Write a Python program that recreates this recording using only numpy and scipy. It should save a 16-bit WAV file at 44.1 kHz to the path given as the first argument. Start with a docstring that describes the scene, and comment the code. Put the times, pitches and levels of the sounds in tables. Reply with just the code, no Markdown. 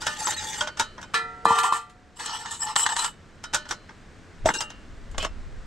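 """In a quiet open shelter, steel camping cookware is stacked on the grass close by.
A pot with a mug in it scrapes off a pan and is set down; a bowl is picked up ringing, dropped in the
pan and slid home. A strainer is dragged round the pan, the pot is dropped into the bowl, and a lid is
picked off a table. Impacts excite the modes of the steel, which clatter and ring as they decay;
stick-slip friction makes it grind, squeak and sing. Soft outdoor air lies underneath."""
import sys
import numpy as np
from scipy import signal
from scipy.fft import rfft, irfft
from scipy.io import wavfile
from scipy.ndimage import uniform_filter1d

SR = 44100
rng = np.random.default_rng(int(sys.argv[2]) if len(sys.argv) > 2 else 0)


def dump_mix(stems):
    """Bounce the given channels to the path in sys.argv[1] as a 16-bit WAV at rate SR."""
    frames = np.atleast_2d(stems).T  # one column per channel
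    limited = np.clip(frames, -1, 1)  # hard clip at full scale
    pcm = np.round(limited * 32767).astype(np.int16)
    wavfile.write(sys.argv[1], SR, pcm)


N = 249606
TIME = np.arange(N) / SR


def gain_of(db):
    """Decibels to amplitude."""
    return 10 ** (np.asarray(db) / 20)


def unit_rms(x):
    """Scales a signal to an rms of one."""
    return x / np.sqrt(np.mean(x ** 2) + 1e-20)


def spectrum_at(points, hz):
    """Amplitude of a (Hz, dB) spectrum, interpolated over log frequency."""
    point_hz, db = np.transpose(points)
    return gain_of(np.interp(np.log(hz + 1), np.log(point_hz + 1), db))


def add(mix, start_s, sound):
    """Superposition: sums a sound into the mix."""
    part = mix[max(round(start_s * SR), 0):][:len(sound)]
    part += sound[:len(part)]


def band(x, lo_hz, hi_hz, order=3):
    """Causal Butterworth band-pass."""
    return signal.sosfilt(signal.butter(order, [lo_hz, hi_hz], "band", fs=SR, output="sos"), x)


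def held(start, stop, attack_s, t60):
    """Envelope of a driven vibration: a linear rise, a hold, then free decay."""
    return np.clip((TIME - start) / attack_s, 0, 1) * gain_of(-60 * np.maximum(TIME - stop, 0) / t60)


def background(air_db=-49.5, air_width=0.28, buffet_width=0.42):
    """Partly coherent noise at two microphone ports: outdoor air, and low buffets as an arm moves."""
    # Spectrum of the air. Each row: frequency in Hz, level in dB.
    air_colour = [(12, -22), (20, -1.5), (49, -12), (87, -6), (124, -11), (199, -11.5), (286, -15),
                  (398, -17), (865, -25), (1640, -22), (2550, -30), (8200, -40), (10500, -56.5),
                  (15000, -66)]
    # The level of the background, which dips briefly from 1.45 s. Each row: time in seconds, gain in dB.
    air_swell = [(0, 2), (1.45, 1), (1.75, -6), (2.5, -2), (4.2, 1), (5.66, 2)]
    # Buffets. Each row: time of the peak in seconds, level in dB, rise and fall constant in seconds.
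    buffets = [(4.448, -31.5, 0.031), (4.92, -41, 0.022), (5.191, -26.5, 0.019), (5.37, -35, 0.36)]
    hz = np.fft.rfftfreq(N, 1 / SR)
    noise = irfft(rfft(rng.standard_normal((2, N))) * spectrum_at(air_colour, hz), N)
    mid, side = (unit_rms(x) for x in noise)
    swell = gain_of(air_db + np.interp(TIME, *np.transpose(air_swell)))
    air = swell * np.array([mid + air_width * side, mid - air_width * side])
    mid, side = unit_rms(band(rng.standard_normal((2, N)), lo_hz=10, hi_hz=42, order=2))
    pressure = sum(gain_of(db) * np.exp(-abs(TIME - s) / fade_s) for s, db, fade_s in buffets)
    return air + pressure * np.array([mid + buffet_width * side, mid - buffet_width * side])


def slide(strokes, colour, slips_per_s, uneven_db, patchy_db, pan_db, t60, release_t60, attack_s=0.015):
    """Stick-slip friction: random slips ring the steel, the moving contact favouring changing modes."""
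    # Resonances of the rubbed pan. Each row: frequency in Hz, width in Hz, lift in dB.
    pan_modes = [(478, 36, 8), (873, 11, 6.5), (1377, 75, 9.5), (1195, 15, 16), (1786, 81, 5.5),
                 (2930, 69, 10.5), (3000, 31, -26), (3380, 35, 7), (4160, 68, 3.5), (5970, 36, -21),
                 (7400, 22, 15), (7680, 14.6, 15.5), (7750, 10, 19), (8280, 8, 13), (8220, 7, 14)]
    slips = rng.random(N) < slips_per_s / SR
    slips = slips * gain_of(uneven_db * np.minimum(rng.exponential(1, N), 3)) * rng.choice([-1, 1], N)
    t, hz = np.arange(SR // 6) / SR, np.fft.rfftfreq(N, 1 / SR)
    steel = signal.oaconvolve(slips, rng.standard_normal(len(t)) * gain_of(-60 * t / t60))[:N]
    pan_power = 1 + sum(gain_of(db + pan_db) ** 2 / (1 + (2 * (hz - mode_hz) / width) ** 2)
                        for mode_hz, width, db in pan_modes)
    steel = irfft(rfft(steel) * spectrum_at(colour, hz) * np.sqrt(pan_power), N)
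    frames = signal.stft(steel, nperseg=512)[2]
    patches = uniform_filter1d(rng.standard_normal(frames.shape), size=5, axis=0)  # over frequency
    patches = unit_rms(uniform_filter1d(patches, size=8, axis=1))  # over time
    rub = signal.istft(frames * gain_of(patchy_db * patches), nperseg=512)[1][:N]
    grind, screech = band(rub, 150, 6300, order=6), band(rub, 6700, 17000, order=6)
    forces = np.max([np.outer(gain_of(levels_db), held(start, stop, attack_s, release_t60))
                     for start, stop, *levels_db in strokes], axis=0)
    # Each band is divided by its running rms, so the hand's force sets its level.
    return sum(force * part / np.sqrt(uniform_filter1d(part ** 2, size=2200) + 1e-12)
               for force, part in zip(forces, (grind, screech)))


def rebounds(blows, middle_db, gap_s, loss_db, duller_db, graze_db, graze_s=0.005):
    """Inelastic impact: a graze, a strike and a softer return; hard contacts trade bass for treble."""
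    touches = [(0, 0, 0), (-graze_s, graze_db, 0), (gap_s, -loss_db, -duller_db)]
    contacts = [(s + delay, db + change, hardness + harder, t60)
                for delay, change, harder in touches for s, db, hardness, t60, *_ in blows]
    return [(s, db - hardness, db + middle_db, db + hardness, t60) for s, db, hardness, t60 in contacts]


def clatter(contacts, colour, spacing_hz, crack, crack_t60, rise_s, size=16384):
    """Impulse response of dense, heavily damped modes: a hard crack, then a quick metallic decay."""
    # The low, middle and treble ranges of a blow. Each row: lower edge in Hz, upper edge in Hz.
    ranges = [(60, 2200), (2200, 6500), (6500, 17000)]
    hz, t, out = np.fft.rfftfreq(size, 1 / SR), np.arange(size) / SR, np.zeros(N)
    for s, *levels_db, t60 in contacts:
        modes = (rng.random(len(hz)) < hz[1] / spacing_hz) + 0.056  # each contact wakes another set
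        spectrum = modes * spectrum_at(colour, hz) * np.exp(2j * np.pi * rng.random(len(hz)))
        decay = gain_of(-60 * t / t60) + crack * gain_of(-60 * t / crack_t60)
        envelope = decay * (1 - np.exp(-t / rise_s))
        for db, (lo, hi) in zip(levels_db, ranges):
            part = irfft(spectrum * (hz >= lo) * (hz < hi)) * envelope
            add(out, s, gain_of(db) * part / part[:SR // 150].std())  # level set by the first 7 ms
    return out


def ring(blows, modes, spread_db, rise_s=0.0037):
    """Free vibration: distinct modes decay exponentially, in a balance that varies from blow to blow."""
    hz, t60, *spot_levels = np.transpose(modes)
    t, out = np.arange(SR) / SR, np.zeros(N)
    waves = gain_of(-60 * t / t60[:, None]) * np.exp(2j * np.pi * hz[:, None] * t)
    waves *= (1 - np.exp(-t / rise_s)) * np.minimum(1, 10 * (1 - t))
    for s, _, _, _, ring_db, *spot in blows:
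        mode_db = np.array([np.interp(sum(spot), np.arange(len(row)), row)
                            for row in np.transpose(spot_levels)])
        amplitudes = gain_of(ring_db + mode_db + spread_db * rng.standard_normal(len(hz)))
        phases = np.exp(2j * np.pi * rng.random(len(hz)))
        add(out, s, ((amplitudes * phases) @ waves).real)
    return out


def pot():
    """Impact and friction excite the pot; the point struck decides how strongly each mode responds."""
    # Blows. Each row: start in seconds, strength in dB, hardness in dB, clatter t60 in seconds,
    # ring in dB, spot struck (0 the mug inside, 1 the handle, 2 the base).
    blows = [(.018, -39.5, -1.5, 0.076, -37.5, .9), (.067, -27.5, -1.5, 0.095, -25.5, 1.4),
             (.271, -32, -7, 0.039, -36, .45), (.306, -39, 8.5, .047, -41.5, 1),
             (.321, -38, -4, 0.088, -41, 0), (.426, -50, -9, .057, -46, .2),
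             (.608, -31.5, -4.5, 0.17, -27, 0), (.673, -38, -7, 0.09, -39, 0),
             (.772, -43.5, -3.5, 0.31, -45, 1), (.7965, -25, -1, 0.12, -33, 1),
             (.980, -53, -15, 0.2, -58, 0), (1.015, -49, -1, .05, -63, 1), (1.028, -46, -6, 0.074, -44, .4),
             (3.439, -39.5, -2.5, 0.067, -46, 1), (3.535, -31.5, -3, 0.18, -34.5, 1),
             (3.545, -25, 1.5, 0.1, -39, 0.34), (3.654, -54.5, -8.5, .15, -52, .4),
             (3.690, -43, 1.5, 0.11, -48, 1), (3.7095, -31, -4, 0.11, -41, .1),
             (3.893, -55, -14, 0.067, -63, .7), (4.458, -30.5, -3.5, .1, -46, 1),
             (4.4885, -32.5, -14, 0.025, -32, 1.84), (4.539, -37, 4, 0.093, -32, 2),
             (4.606, -31, -0.5, 0.1, -33.5, 1.86), (4.703, -45.5, -3, 0.028, -55, 1)]
    # Modes. Each row: frequency in Hz, t60 in seconds, level in dB when struck at mug, handle and base.
    modes = [(602, 0.3, -5, -14, -13.5), (850, .2, -10, -9, -6), (1215, 0.51, -19, -13.5, -12),
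             (1310, 0.32, -29, -3, -13), (1430, .13, 5.5, 7, -7), (1487, 0.21, 4.5, 1, -14),
             (1780, 0.16, -23, -3, -12), (1764, 0.4, -25, -6, -10), (2470, 0.32, -13, -14, -30),
             (2792, 0.43, -19, -38, 2), (2850, 0.53, -24, -20, -11), (3040, 0.43, -40, -1.5, -16),
             (3080, 0.45, -16, -15, -28), (3246, 0.033, 20, -22, -24), (3500, 0.089, -18, 0, -19),
             (3600, 0.053, 9, -14, -21), (3820, 0.19, -23, -3, -10), (3820, 0.29, -23, -22, -32),
             (4110, 0.54, -21, -14, -40), (4560, 0.51, -27, -16, -40), (4950, 0.13, -16, -4, -32),
             (5600, .09, -16, 1, -20), (6800, .15, -28, -16, -36), (7460, .17, -14, -17, -24),
             (8600, .12, -25, -12, -25)]
    # Spectra of the clatter and of the rubbing. Each row: frequency in Hz, level in dB.
    colour = [(120, -11), (480, -14.5), (590, -8), (760, -12), (920, 3.5), (1170, -6.5), (1470, -1.5),
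              (2100, -8.5), (3230, -1.5), (4350, -9), (5600, -1), (8400, -10.5), (10000, -25), (15500, -38)]
    rub_colour = [(180, -18), (300, -14), (365, -16), (459, -20.5), (703, -20), (855, 4), (1020, -10),
                  (1210, -14), (1790, -7.5), (2440, -13.5), (3670, -10), (6100, -5), (7540, -20.5),
                  (15000, -46.5)]
    # Strokes off the pan, then into the bowl.
    # Each row: start and stop in seconds, grind in dB, screech in dB.
    scraping = [(0, 0.203, -39, -42.5), (0.181, 0.256, -33, -34), (0.254, 0.317, -30, -30.5),
                (0.356, 0.596, -35, -36)]
    settling = [(4.457, 4.492, -28, -33), (4.535, 4.57, -32, -32.5), (4.59, 4.625, -45, -41.5)]
    contacts = rebounds(blows, middle_db=2, gap_s=0.014, loss_db=12, duller_db=6, graze_db=-16.5)
    out = clatter(contacts, colour, spacing_hz=49.9, crack=1, crack_t60=0.051, rise_s=0.0001)
    out += ring(blows, modes, spread_db=3)
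    out += slide(scraping, rub_colour, slips_per_s=1600, uneven_db=3.5, patchy_db=4.5, pan_db=-3.5,
                 t60=0.043, release_t60=0.16)
    return out + slide(settling, rub_colour, slips_per_s=1100, uneven_db=2.5, patchy_db=5, pan_db=0.5,
                       t60=0.032, release_t60=0.12)


def squeaks(waver=0.013):
    """Mode lock-in: a sliding edge drives a single mode into a brief, wavering tone."""
    # Squeaks and groans. Each row: centre in seconds, pitch in Hz, peak in dB, half width in seconds.
    tones = [(0.26, 7750, -20.5, .0058), (1.495, 463, -28, 0.04), (0.348, 4300, -32, 0.0086),
             (.387, 3840, -30, 0.0096), (2.68, 860, -28, 0.023), (2.997, 4000, -27.5, 0.014),
             (4.59, 5560, -26, .0037), (4.624, 4900, -30, 0.0045), (2.623, 5220, -29, 0.0089)]
    t, out = np.arange(SR // 5) / SR, np.zeros(N)
    for s, hz, db, half_s in tones:
        pitch = hz * (1 + waver * unit_rms(uniform_filter1d(rng.standard_normal(len(t)), size=150)))
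        swell = np.exp(-((t - t.mean()) / half_s) ** 2)
        add(out, s - t.mean(), gain_of(db) * swell * np.sin(2 * np.pi * np.cumsum(pitch) / SR))
    return out


def clunks(thud_t60=0.085, bounce_s=0.011):
    """Plate flexure: a thin bottom lands, bends for a few cycles, bounces and thuds on soft ground; one low row
    is a push as an arm swings."""
    # Landings, and at 4.443 s a low push as an arm swings. Each row: start in seconds, frequency in Hz, peak in
    # dB, swell in seconds, thud in dB, loss per bounce in dB.
    landings = [(.799, 928, -20, 0.0046, -50, 3.5), (1.4544, 1003, -1, 0.001, -24.5, 10),
                (1.5051, 940, -8, 0.0028, -28, 4.5), (1.642, 1030, -12.5, 0.0026, -63, 15),
                (1.723, 1074, -8.5, 0.002, -36.5, 11), (4.443, 84.5, -27, 0.011, -35, 20),
                (4.456, 653, -8, 0.0038, -26, 9), (4.4893, 877, -12, 0.003, -25, 24),
                (5.246, 635, -25, 0.0041, -57, 23)]
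    t, out = np.arange(SR // 5) / SR, np.zeros(N)
    for s, hz, db, swell_s, thud_db, loss_db in landings:
        flex = (t / swell_s * np.exp(1 - t / swell_s)) ** 2 * np.sin(2 * np.pi * hz * t)
        thud = unit_rms(band(rng.standard_normal(len(t)), lo_hz=90, hi_hz=480, order=2))
        add(out, s, gain_of(thud_db - 60 * t / thud_t60) * thud)
        for bounce in range(3):
            add(out, s + bounce * bounce_s, gain_of(db - bounce * loss_db) * flex)
    return out


def bowl():
    """Lightly damped modes let the struck bowl ring on; friction drives it as it slides into the pan."""
    # Blows. Each row: start in seconds, strength and hardness in dB, clatter t60 in seconds, ring in dB.
    blows = [(1.142, -28, -7.5, 0.18, -24.5), (1.454, -38, 3, 0.065, -28.5), (1.587, -30, 0, .13, -32.5),
             (1.634, -33.5, -2.5, .12, -47), (1.723, -38, -3.5, 0.27, -44), (1.897, -60, -2, .14, -71)]
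    # Modes. Each row: frequency in Hz, t60 in seconds, level in dB.
    modes = [(457, .9, -14.5), (729, 3, -21.5), (930, 1.2, -18.5), (1210, 0.52, -9.5), (1353, 0.89, -2.5),
             (1376, 0.36, -1.5), (1743, 0.26, 4), (1810, 0.65, -13), (1954, 0.56, -9), (1987, 0.65, -8.5),
             (2420, 0.34, -8), (2510, 0.53, -19), (3126, 0.18, -9), (3170, 0.25, -9.5), (3200, 0.12, -28),
             (3500, 0.49, -46), (3660, 0.43, -20), (4250, 0.18, -12), (4010, 0.25, -5), (4930, .3, -17),
             (5560, 0.1, -16), (7784, .2, -31)]
    # Spectra of the clatter and of the rubbing. Each row: frequency in Hz, level in dB.
    colour = [(120, -15), (600, -23.5), (950, -7), (1200, 4.5), (1500, -10), (1800, -9.5), (2200, -12.5),
              (3900, -10.5), (4800, -16), (5800, -18.5), (8000, -16), (10000, -25.5), (15500, -45.5)]
    rub_colour = [(150, -35), (420, -20), (560, -43), (740, -4), (900, -2), (1100, -1.5), (1280, -19),
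                  (1550, -24), (1800, -10.5), (2200, -24), (2900, -19), (4600, -27.5), (6300, -17),
                  (7800, -21), (10000, -34), (15500, -50)]
    # Strokes. Each row: start and stop in seconds, grind in dB, screech in dB.
    strokes = [(1.473, 1.595, -27, -37), (1.625, 1.673, -25.5, -33), (1.721, 1.765, -32, -35.5)]
    contacts = rebounds(blows, middle_db=2, gap_s=0.014, loss_db=12, duller_db=0, graze_db=-16)
    out = clatter(contacts, colour, spacing_hz=57.3, crack=0.64, crack_t60=0.02, rise_s=0.0001)
    out += bowl_singing() + ring(blows, modes, spread_db=1)
    return out + slide(strokes, rub_colour, slips_per_s=700, uneven_db=7.5, patchy_db=0.5, pan_db=-1,
                       t60=0.21, release_t60=0.15)


def bowl_singing(start_s=1.453, stop_s=1.74, level_db=-21, sag_db_per_s=22.5, waver=0.15):
    """Self-sustained oscillation: an unsteady grip keeps a few modes going, weaker as the bowl slows."""
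    # Modes driven by rubbing on the pan. Each row: frequency in Hz, relative level in dB.
    modes = [(463, -21.5), (879, -9), (1179.5, 2), (1377.5, -3.5), (2568, -19), (3129, -15.5), (3246, -33),
             (4188, -24)]
    out = np.zeros(N)
    for hz, db in modes:
        grip = 1 + waver * unit_rms(band(rng.standard_normal(N), lo_hz=3.8, hi_hz=22, order=2))
        out += gain_of(db) * grip * np.sin(2 * np.pi * (hz * TIME + rng.random()))
    sag_db = sag_db_per_s * np.maximum(TIME - start_s, 0)
    return out * gain_of(level_db - sag_db) * held(start_s, stop_s, attack_s=0.018, t60=0.39)


def strainer():
    """Sliding friction and knocks excite the damped modes of a strainer dragged round the pan."""
    # Blows. Each row: start in seconds, strength and hardness in dB, clatter t60 in seconds, ring in dB.
    blows = [(2.196, -40, -2.5, 0.13, -45), (2.259, -34.5, 4, 0.049, -43), (2.458, -40, -7, .08, -43),
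             (2.510, -42, 7, 0.31, -40.5), (2.7615, -20, -1, 0.022, -50),
             (2.863, -24.5, -6.5, 0.066, -35.5), (2.890, -33, -4, 0.046, -47),
             (2.922, -38.5, -7, .067, -41), (2.965, -27.5, -1.5, 0.076, -41),
             (2.992, -30.5, 1, .054, -40.5), (3.0445, -28, -0.5, 0.06, -40)]
    # Modes of the strainer on the pan. Each row: frequency in Hz, t60 in seconds, level in dB.
    modes = [(457, 0.4, -34), (817, 0.044, 7), (1193, 0.096, 2), (1786, 0.093, 12.5), (2970, 0.28, -3),
             (3440, 0.17, -4), (3680, 0.21, -1), (4200, 0.15, -12), (6700, 0.13, 4.5), (7700, .13, -9)]
    # Spectra of the clatter and of the rubbing. Each row: frequency in Hz, level in dB.
    colour = [(120, -19), (620, -35), (870, 9), (1400, -5), (1800, 6.5), (2350, -16), (2900, -0.5),
              (5500, -9.5), (6500, -5.5), (7800, 0), (10000, -19), (15500, -44)]
    rub_colour = [(180, -36), (300, -24), (669, -18.5), (855, 1.5), (1620, -19), (1820, -10), (2320, -20.5),
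                  (2820, -13.5), (3220, -15.5), (4050, -13), (4390, -14.5), (6400, -9), (7670, -4),
                  (9960, -19.5), (15000, -38.5)]
    # Strokes. Each row: start and stop in seconds, grind in dB, screech in dB.
    strokes = [(2.155, 2.196, -51, -48.5), (2.184, 2.256, -38, -39.5), (2.25, 2.368, -32, -35.5),
               (2.378, 2.556, -39, -40.5), (2.59, 2.61, -38.5, -31), (2.61, 2.635, -31.5, -24.5),
               (2.655, 2.718, -32.5, -38), (2.756, 2.84, -28, -22.5), (2.882, 2.93, -30, -28),
               (2.965, 3.06, -29, -28.5)]
    contacts = rebounds(blows, middle_db=-1, gap_s=0.033, loss_db=15.5, duller_db=5, graze_db=-12)
    out = clatter(contacts, colour, spacing_hz=37.1, crack=0.78, crack_t60=0.019, rise_s=0.00052)
    out += ring(blows, modes, spread_db=0.5)
    return out + slide(strokes, rub_colour, slips_per_s=1500, uneven_db=2.5, patchy_db=3, pan_db=1,
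                       t60=0.12, release_t60=0.14)


def lid():
    """Light impacts and a short scrape set the lid in damped vibration as it leaves the table."""
    # Blows. Each row: start in seconds, strength and hardness in dB, clatter t60 in seconds, ring in dB.
    blows = [(5.113, -60, 4.5, .1, -68), (5.145, -55.5, -14.5, 0.13, -66),
             (5.1805, -31, -1.5, 0.073, -40.5), (5.227, -37, -1.5, .07, -36.5),
             (5.2475, -32, -7, .069, -36.5)]
    # Modes. Each row: frequency in Hz, t60 in seconds, level in dB.
    modes = [(640, 0.067, 11.5), (1110, 0.092, 3), (1300, 0.23, -8.5), (1435, 0.55, -15), (2510, .1, 1),
             (2710, 0.2, -8), (3126, 0.1, -3), (4150, 0.091, -12), (5340, 0.11, -4)]
    # Spectrum of both clatter and rubbing. Each row: frequency in Hz, level in dB.
    colour = [(120, -3), (420, -3.5), (630, -1), (850, 0), (1200, -1.5), (2200, -6), (3100, 2), (4500, -10),
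              (7200, -6.5), (10000, -25), (15500, -42)]
    # One stroke. Its row: start and stop in seconds, grind in dB, screech in dB.
    strokes = [(5.195, 5.245, -32, -45)]
    contacts = rebounds(blows, middle_db=1, gap_s=0.017, loss_db=16.5, duller_db=3.5, graze_db=-25)
    out = clatter(contacts, colour, spacing_hz=35.1, crack=0.96, crack_t60=0.022, rise_s=0.00059)
    out += ring(blows, modes, spread_db=4)
    return out + slide(strokes, colour, slips_per_s=560, uneven_db=1.5, patchy_db=2, pan_db=-30,
                       t60=0.07, release_t60=0.077)


def shelter(x, scatter_db=-10, echoes_per_s=2500, t60=0.016, treble_tilt_db=1.05):
    """Scattering off nearby gear, a phase difference and a brighter left port set the channels apart."""
    # Phase lead of the left microphone port over the right. Each row: frequency in Hz, lead in radians.
    port_lead = [(250, -0.019), (1000, -0.21), (1720, -1.01), (2760, -0.48), (7000, 0.65), (12000, 1)]
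    t, hz = np.arange(SR // 10) / SR, np.fft.rfftfreq(N, 1 / SR)
    echoes = rng.choice([-1, 1], len(t)) * (rng.random(len(t)) < echoes_per_s / SR)
    echoes = echoes * gain_of(-60 * t / t60)
    echoes = band(echoes / np.linalg.norm(echoes), lo_hz=850, hi_hz=22000)
    side = gain_of(scatter_db) * signal.oaconvolve(x, echoes)[:N]
    lead_hz, lead = np.transpose(port_lead)
    phase = np.interp(np.log(hz + 1), np.log(lead_hz + 1), lead)
    left = np.exp(0.5j * phase) * gain_of(treble_tilt_db * np.minimum(hz / 8000, 1) ** 2)
    return irfft(rfft(x) * np.array([left, 1 / left]), N) + np.array([side, -side])


def scene():
    """Superposition of all the cookware, heard in the shelter over the outdoor air."""
    cookware = pot() + bowl() + strainer() + lid() + clunks() + squeaks()
    return shelter(cookware) + background()


def record(dry, cutoff_hz=15700):
    """Band limiting: a linear-phase low-pass removes the highest treble."""
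    low_pass = signal.firwin(511, cutoff_hz, window=("kaiser", 9), fs=SR)
    return signal.oaconvolve(dry, low_pass[None], "same", axes=1)


dry = scene()
out = record(dry)
dump_mix(out)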